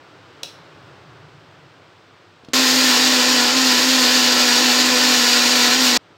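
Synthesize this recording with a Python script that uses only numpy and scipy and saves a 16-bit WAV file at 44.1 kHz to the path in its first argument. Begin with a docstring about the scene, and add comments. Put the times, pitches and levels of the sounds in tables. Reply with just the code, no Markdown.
"""In a small tiled kitchen, a mixer grinder churns thick paste in a steel jar close by.
First comes quiet room air over a swelling rumble, then one sharp clack of decaying noise and ringing modes,
and soft thuds of a hand on the lid. The grinder cuts in at full speed: sine tones follow a shaft that races and
sags with the paste, and dense random impacts ring the jar. It all cuts off at once; one faint touch follows."""
import sys
import numpy as np
from scipy import signal
from scipy.fft import rfft, irfft
from scipy.io import wavfile
from scipy.ndimage import uniform_filter1d

SR = 44100
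rng = np.random.default_rng(int(sys.argv[2]) if len(sys.argv) > 2 else 0)


def store_wav(level_fs):
    """Save 16-bit WAV to argv[1]."""
    pcm = np.round(np.clip(np.atleast_2d(level_fs), -1, 1) * 32767)
    wavfile.write(sys.argv[1], SR, pcm.T.astype(np.int16))


N = 272097
T = np.arange(N) / SR  # time in seconds
BIN_HZ = np.arange(N // 2 + 1) * SR / N  # frequencies of the spectrum

ON_S, OFF_S = 2.5342, 5.9745  # the grinder's switch
PULL_HZ = 100  # magnetic pull of the mains

# Slips: the blades fling the paste clear and the shaft races until it slumps back.
# Each row: start in seconds, time running free in seconds, speed gained in Hz.
SLIPS = [(2.486, 0.073, 13.7), (2.647, 0.12, 12.1), (2.949, .12, 10.2), (3.207, .04, 9.1),
         (3.483, 0.063, 15.5), (3.771, 0.12, 12.8), (4.063, 0.024, 8.6), (4.223, .16, 3.5),
         (4.565, 0.02025, 7), (4.703, 0.15, 6.75), (4.942, .11, 5.9), (5.472, 0.0098, 5.86),
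         (5.707, .02, 13.3)]


def undb(db):
    """Decibels to gain."""
    return 10 ** (np.asarray(db) / 20)


def unit(x):
    """Scale to rms 1."""
    return x / np.sqrt(np.mean(x ** 2))


def curve(table):
    """Draw straight lines through (seconds, dB) points, one value per sample."""
    seconds, db = np.transpose(table)
    return np.interp(T, seconds, db)


def walk(rate):
    """Smooth chance with spread 1 that changes about rate times a second."""
    spectrum = rfft(rng.standard_normal(N))
    return unit(irfft(spectrum * np.exp(-(BIN_HZ / rate) ** 2), N))


def colour(x, points, modes=()):
    """Filter by a broad (Hz, dB) outline with bell-shaped peaks or dips (Hz, width Hz, dB) on top."""
    hz = BIN_HZ + 1  # keeps the logarithm finite
    point_hz, point_db = np.transpose(points)
    gain_db = np.interp(np.log(hz), np.log(point_hz), point_db)
    for centre, width, peak_db in modes:
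        gain_db = gain_db + peak_db / 2 ** ((2 * (hz - centre) / width) ** 2)
    return irfft(rfft(x) * undb(gain_db), N)


def split(x, edge_hz):
    """The parts of a sound below and above an edge."""
    low = irfft(rfft(x) / (1 + (BIN_HZ / edge_hz) ** 8), N)
    return low, x - low


def ring(modes):
    """Response of a struck thing: a sum of fading sines (Hz, dB, t60 s), peak 1."""
    t = T[:SR // 4]
    response = np.zeros(len(t))
    for hz, db, t60 in modes:
        response += undb(db - 60 * t / t60) * np.sin(2 * np.pi * hz * t)
    return response / np.abs(response).max()


def strike(times, dbs, response):
    """Play a response at each time and level."""
    blows = np.zeros(N)
    blows[(np.asarray(times) * SR).astype(int)] = undb(dbs)
    return signal.fftconvolve(blows, response)[:N]


def room(x, wet_db, t60, treble_t60):
    """Add the dense echo of tiled walls; its treble dies sooner."""
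    low, high = split(rng.standard_normal(N), 7000)
    tail = low * np.exp(-np.log(1000) * T / t60) + high * np.exp(-np.log(1000) * T / treble_t60)
    tail = tail * (T > .004)  # the first echo needs 4 ms
    echo = signal.fftconvolve(x, tail / np.linalg.norm(tail))[:N]
    return x + undb(wet_db) * echo


def kitchen(mains_db=-66):
    """Steady room air and a faint mains hum over a distant rumble that swells once."""
    # Outline of the quiet kitchen before each band is levelled. Each row: frequency in Hz, relative level in dB.
    kitchen_outline = [(25, -17), (60, -21.5), (100, -5), (170, -7), (205, -10.5), (300, -8), (800, -13.5),
                       (1400, -12.5), (1900, -17.5), (3200, -18.5), (5000, -24.5), (6600, -33.5),
                       (8500, -37), (9400, -49.5), (16000, -49)]
    # Level of the room air. Each row: time in seconds, level in dB.
    air_level = [(0, -49), (0.4, -47.5), (0.9, -47.5), (1.3, -49.5), (1.7, -50.5), (2.1, -52),
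                 (2.45, -52.6), (6.17, -54)]
    rumble_db, swell_db, swell_s, swell_width_s = -61.5, 10.5, 1.08, 0.8
    hiss_db, hiss_follow = -58, .7  # hiss at the mean air level, and its share of the air's changes

    noise = colour(rng.standard_normal(N), kitchen_outline, [(140, 60, 5), (226, 57, -8)])
    rumble, rest = split(noise, 200)
    air, hiss = split(rest, 2030)

    air_db = curve(air_level)
    hiss_db = hiss_db + hiss_follow * (air_db - air_db.mean())
    rumble_db = rumble_db + swell_db * np.exp(-((T - swell_s) / swell_width_s) ** 2)

    rumble = unit(rumble) * undb(rumble_db + .5 * walk(6))
    air = unit(air) * undb(air_db + .5 * walk(4.93))
    hiss = unit(hiss) * undb(hiss_db)
    mains = undb(mains_db) * np.sqrt(2) * np.sin(2 * np.pi * PULL_HZ * T)
    return mains + rumble + air + hiss


def clack(level_db=-17.5, knock_db=-32):
    """A hard piece of kitchenware lands with a quick chatter and a hollow knock, and the room answers."""
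    # The chatter. Each row: contact time in seconds, level in dB relative to level_db.
    clack_contacts = [(0.4318, -14), (0.4325, 0), (0.4340, -1.5), (0.4362, -11)]
    # The hollow body. Each row: frequency in Hz, relative level in dB, t60 in seconds.
    knock_modes = [(550, 4, 0.11), (580, -11, .06), (717, 1, 0.11)]
    # Colour of the crack. Each row: frequency in Hz, relative level in dB.
    crack_outline = [(200, -30), (600, -6), (1000, -14), (2000, -16), (2900, -5), (4100, 3), (4900, -4),
                     (5650, 4.5), (6600, -11), (9500, -14), (11000, -22), (16000, -24)]

    times, dbs = np.transpose(clack_contacts)
    # every contact is its own short crack
    bursts = strike(times, dbs, np.exp(-T / .0012))
    crack = undb(level_db) * unit(colour(rng.standard_normal(N), crack_outline)) * bursts
    # the hardest contact sets the whole body ringing
    knock = strike([times[dbs.argmax()]], [knock_db], ring(knock_modes))
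    return room(crack + knock, wet_db=-5.0, t60=0.4, treble_t60=0.32)


def touches():
    """Soft thuds of the palm on the plastic lid, each with a small scrape of the rim."""
    # Hand on the lid. Each row: time in seconds, thud peak in dB, scrape in dB before its fade shape.
    lid_touches = [(2.432, -49, -59), (2.436, -38, -60.5), (2.447, -48, -40), (2.4855, -26.5, -40),
                   (2.498, -34, -68), (6.105, -42, -66)]
    # Modes of the lid. Each row: frequency in Hz, relative level in dB, t60 in seconds.
    lid_modes = [(170, -9.5, 0.042), (290, 12, 0.027), (450, 4, .03), (640, -12, .02)]

    times, thud_db, scrape_db = np.transpose(lid_touches)
    scrape = unit(colour(rng.standard_normal(N), [(500, -23), (3500, 5), (6000, -6), (12000, -26)]))
    scrape = scrape * (np.exp(-T / 0.0034) - np.exp(-T / .0007))  # quick rise, slower fade
    thuds = strike(times, thud_db, ring(lid_modes))
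    scrapes = strike(times, scrape_db, scrape)
    return room(thuds + scrapes, wet_db=-10, t60=.35, treble_t60=0.22)


def freedom():
    """Speed gained over the fully loaded shaft, in Hz: each slip rises, holds and sags at a steady rate."""
    spin_up_s, sag_hz_per_s = .074, 102
    gained_hz = np.zeros(N)
    for start, hold, hz in SLIPS:
        rise = hz * np.clip((T - start) / spin_up_s, 0, 1)
        sag = sag_hz_per_s * np.maximum(T - start - spin_up_s - hold, 0)
        gained_hz = np.maximum(gained_hz, rise - sag)
    return uniform_filter1d(gained_hz, size=882)  # 20 ms rounds the corners


def motor(turns, shaft_hz, hum_db, flutter_db=2.5, wobble=0.14, critical_hz=248, critical_width_hz=4.7, swell_db=4.5):
    """Unbalance hums once a turn; blades and twelve armature slots add overtones, the mains pull side tones."""
    # Motor tones. Each row: multiple of the shaft rate, added multiples of the magnetic pull rate,
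    # level in dB before the swell and flutter.
    motor_tones = [(2, 0, -34.5), (3, 0, -37), (4, 0, -37.5), (5, 0, -52), (6, 0, -38), (7, 0, -39),
                   (8, 0, -45), (10, 0, -39), (11, 0, -42.5), (12, 0, -34), (18, 0, -54), (19, 0, -36.5),
                   (20, 0, -37.5), (1, 1, -48), (2, 1, -42), (3, 1, -39.5), (4, 1, -38.5), (5, 1, -38.5),
                   (7, 1, -46), (9, 1, -38)]

    tones = undb(hum_db + .5 * walk(25)) * np.sin(2 * np.pi * turns)
    # the overtones sing loudest when the shaft passes the speed at which the housing resonates
    singing_db = swell_db * (np.exp(-((shaft_hz - critical_hz) / critical_width_hz) ** 2) - .5)
    for multiple, pulls, db in motor_tones:
        # the shifting paste shakes each tone in strength and phase
        cycles = multiple * turns + pulls * PULL_HZ * T + rng.random()
        phase = 2 * np.pi * cycles + wobble * walk(31)
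        tones = tones + undb(db + singing_db + flutter_db * walk(11.0)) * np.sin(phase)
    return np.sqrt(2) * tones  # levels are rms


def rattle(turns, steel_db, churn_db, sizzle_db, hits_per_s=8000, scatter_db=1.5, bunching=0.37, air_db=-3, repeat=0.16):
    """Tiny impacts of coupler and paste, bunched three times a turn, ring the jar over rushing cooling air."""
    # Broad colour of jar and housing. Each row: frequency in Hz, relative level in dB.
    jar_outline = [(60, -65), (130, -12), (200, -13.5), (310, -1.5), (600, -5.5), (1000, -4), (2200, -6.5),
                   (3700, -1), (5000, -0.5), (6100, -6), (7300, -7), (9700, -21), (12800, -17.5),
                   (16000, -18)]
    # Jar resonances and the dips between them. Each row: frequency in Hz, width in Hz, boost or cut in dB.
    jar_modes = [(693, 82, -4), (766, 43, -5.5), (1057, 48, 5.5), (1143, 105, -9), (1390, 39, 6),
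                 (1610, 38, -0.5), (1686, 40, 5), (1803, 120, 5), (1920, 81, 6), (2140, 130, 1.5),
                 (2440, 56, 4.5), (2480, 50, -0.5), (2700, 200, 2.5), (2870, 50, -1.5), (3185, 87, -4),
                 (3240, 60, 0.5), (4160, 190, 2), (4420, 83, 2), (4570, 41, 3), (4716, 98, 4),
                 (5680, 120, 3), (6690, 310, 3.5), (8600, 600, 1.5), (13100, 910, 3.5), (14145, 700, -5)]

    hits = (rng.random(N) < hits_per_s / SR) * rng.choice([-1, 1], N)
    hits = hits * undb(scatter_db * rng.standard_normal(N))
    drive = unit(hits) * (1 + bunching * np.cos(2 * np.pi * 3 * turns))
    drive = drive + undb(air_db) * rng.standard_normal(N)
    # the same parts meet again one turn later
    turn_ago = np.rint(np.interp(turns - 1, turns, np.arange(N))).astype(int)
    drive = drive + repeat * drive[turn_ago]
    # wall tiles and worktop throw the rattle straight back
    drive = room(drive, wet_db=-11.5, t60=0.26, treble_t60=0.23)

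    low, high = split(colour(drive, jar_outline, jar_modes), 1270)
    steel, top = split(high, 9500)
    # lumps of paste make the low churn surge more than the ringing steel
    churn = unit(low) * undb(churn_db + 0.68 * walk(7.6))
    bright = unit(steel) * undb(steel_db) + unit(top) * undb(sizzle_db)
    return churn + undb(0.53 * walk(23)) * bright


def grinder(waver_hz=0.302):
    """The drag of the paste sets speed, hum and rattle; the sound starts and ends within a millisecond."""
    # Top sizzle of the paste. Each row: time in seconds, level in dB before sizzle_gain_db.
    sizzle_level = [(2.56, -33), (2.78, -32), (2.91, -32), (3.02, -34.5), (3.43, -35.5), (3.55, -38.5),
                    (3.65, -33.5), (4.83, -34.5), (5.22, -32.5), (5.51, -35.5), (5.59, -31), (5.78, -36.5),
                    (5.85, -29), (5.95, -36.5)]
    loaded_hz, thicken_hz_per_s = 245.6, 0.4  # shaft rate in full paste, and its fall as the paste thickens
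    hum_full_db, hum_db_per_hz, hum_lag_s = -26.5, 0.3364, .03  # the hum grows with speed, a little late
    shed_db_per_hz, shed_s = 0.15, 0.03  # hum dip as a lump leaves the blades, deeper for a big slip
    inertia_s = 0.084  # the rattle answers the load at once, the heavy rotor this much later
    steel_full_db, churn_full_db, sizzle_gain_db = -15.5, -28.5, 2.5  # first two: levels in full paste
    steel_fall_db_per_hz, churn_rise_db_per_hz = 0.048, 0.04  # changes as the blades run free
    steel_follow = 0.19  # share of the sizzle's changes that the ringing jar follows

    gained_hz = freedom()
    shaft_hz = loaded_hz - thicken_hz_per_s * (T - ON_S) + gained_hz + waver_hz * walk(20.5)
    turns = np.cumsum(shaft_hz) / SR

    hum_db = hum_full_db + hum_db_per_hz * np.interp(T - hum_lag_s, T, gained_hz)
    for start, _, hz in SLIPS:
        hum_db = hum_db - shed_db_per_hz * hz * np.exp(-((T - hum_lag_s - start) / shed_s) ** 2)

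    free_hz = np.interp(T + inertia_s, T, gained_hz)
    sizzle_db = curve(sizzle_level)
    sizzle_change_db = sizzle_db - sizzle_db[T > ON_S].mean()
    steel_db = steel_full_db - steel_fall_db_per_hz * free_hz + steel_follow * sizzle_change_db
    churn_db = churn_full_db + churn_rise_db_per_hz * free_hz

    running = uniform_filter1d(1. * ((T > ON_S) & (T < OFF_S)), size=16)
    sound = motor(turns, shaft_hz, hum_db) + rattle(turns, steel_db, churn_db, sizzle_db + sizzle_gain_db)
    return running * sound


def scene():
    """Everything reaches one microphone, the same in both channels."""
    return np.tile(kitchen() + clack() + touches() + grinder(), (2, 1))


def record(dry):
    """The small microphone drops the deep bass; the recorder rounds the tallest peaks and cuts the top steeply."""
    top_hz, ceiling = 15750, .72
    thin = signal.sosfilt(signal.butter(3, 65, "high", fs=SR, output="sos"), dry)
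    rounded = thin / (1 + (thin / ceiling) ** 8) ** (1 / 8)
    return signal.sosfilt(signal.ellip(10, .1, 80, top_hz, fs=SR, output="sos"), rounded)


dry = scene()
out = record(dry)
store_wav(out)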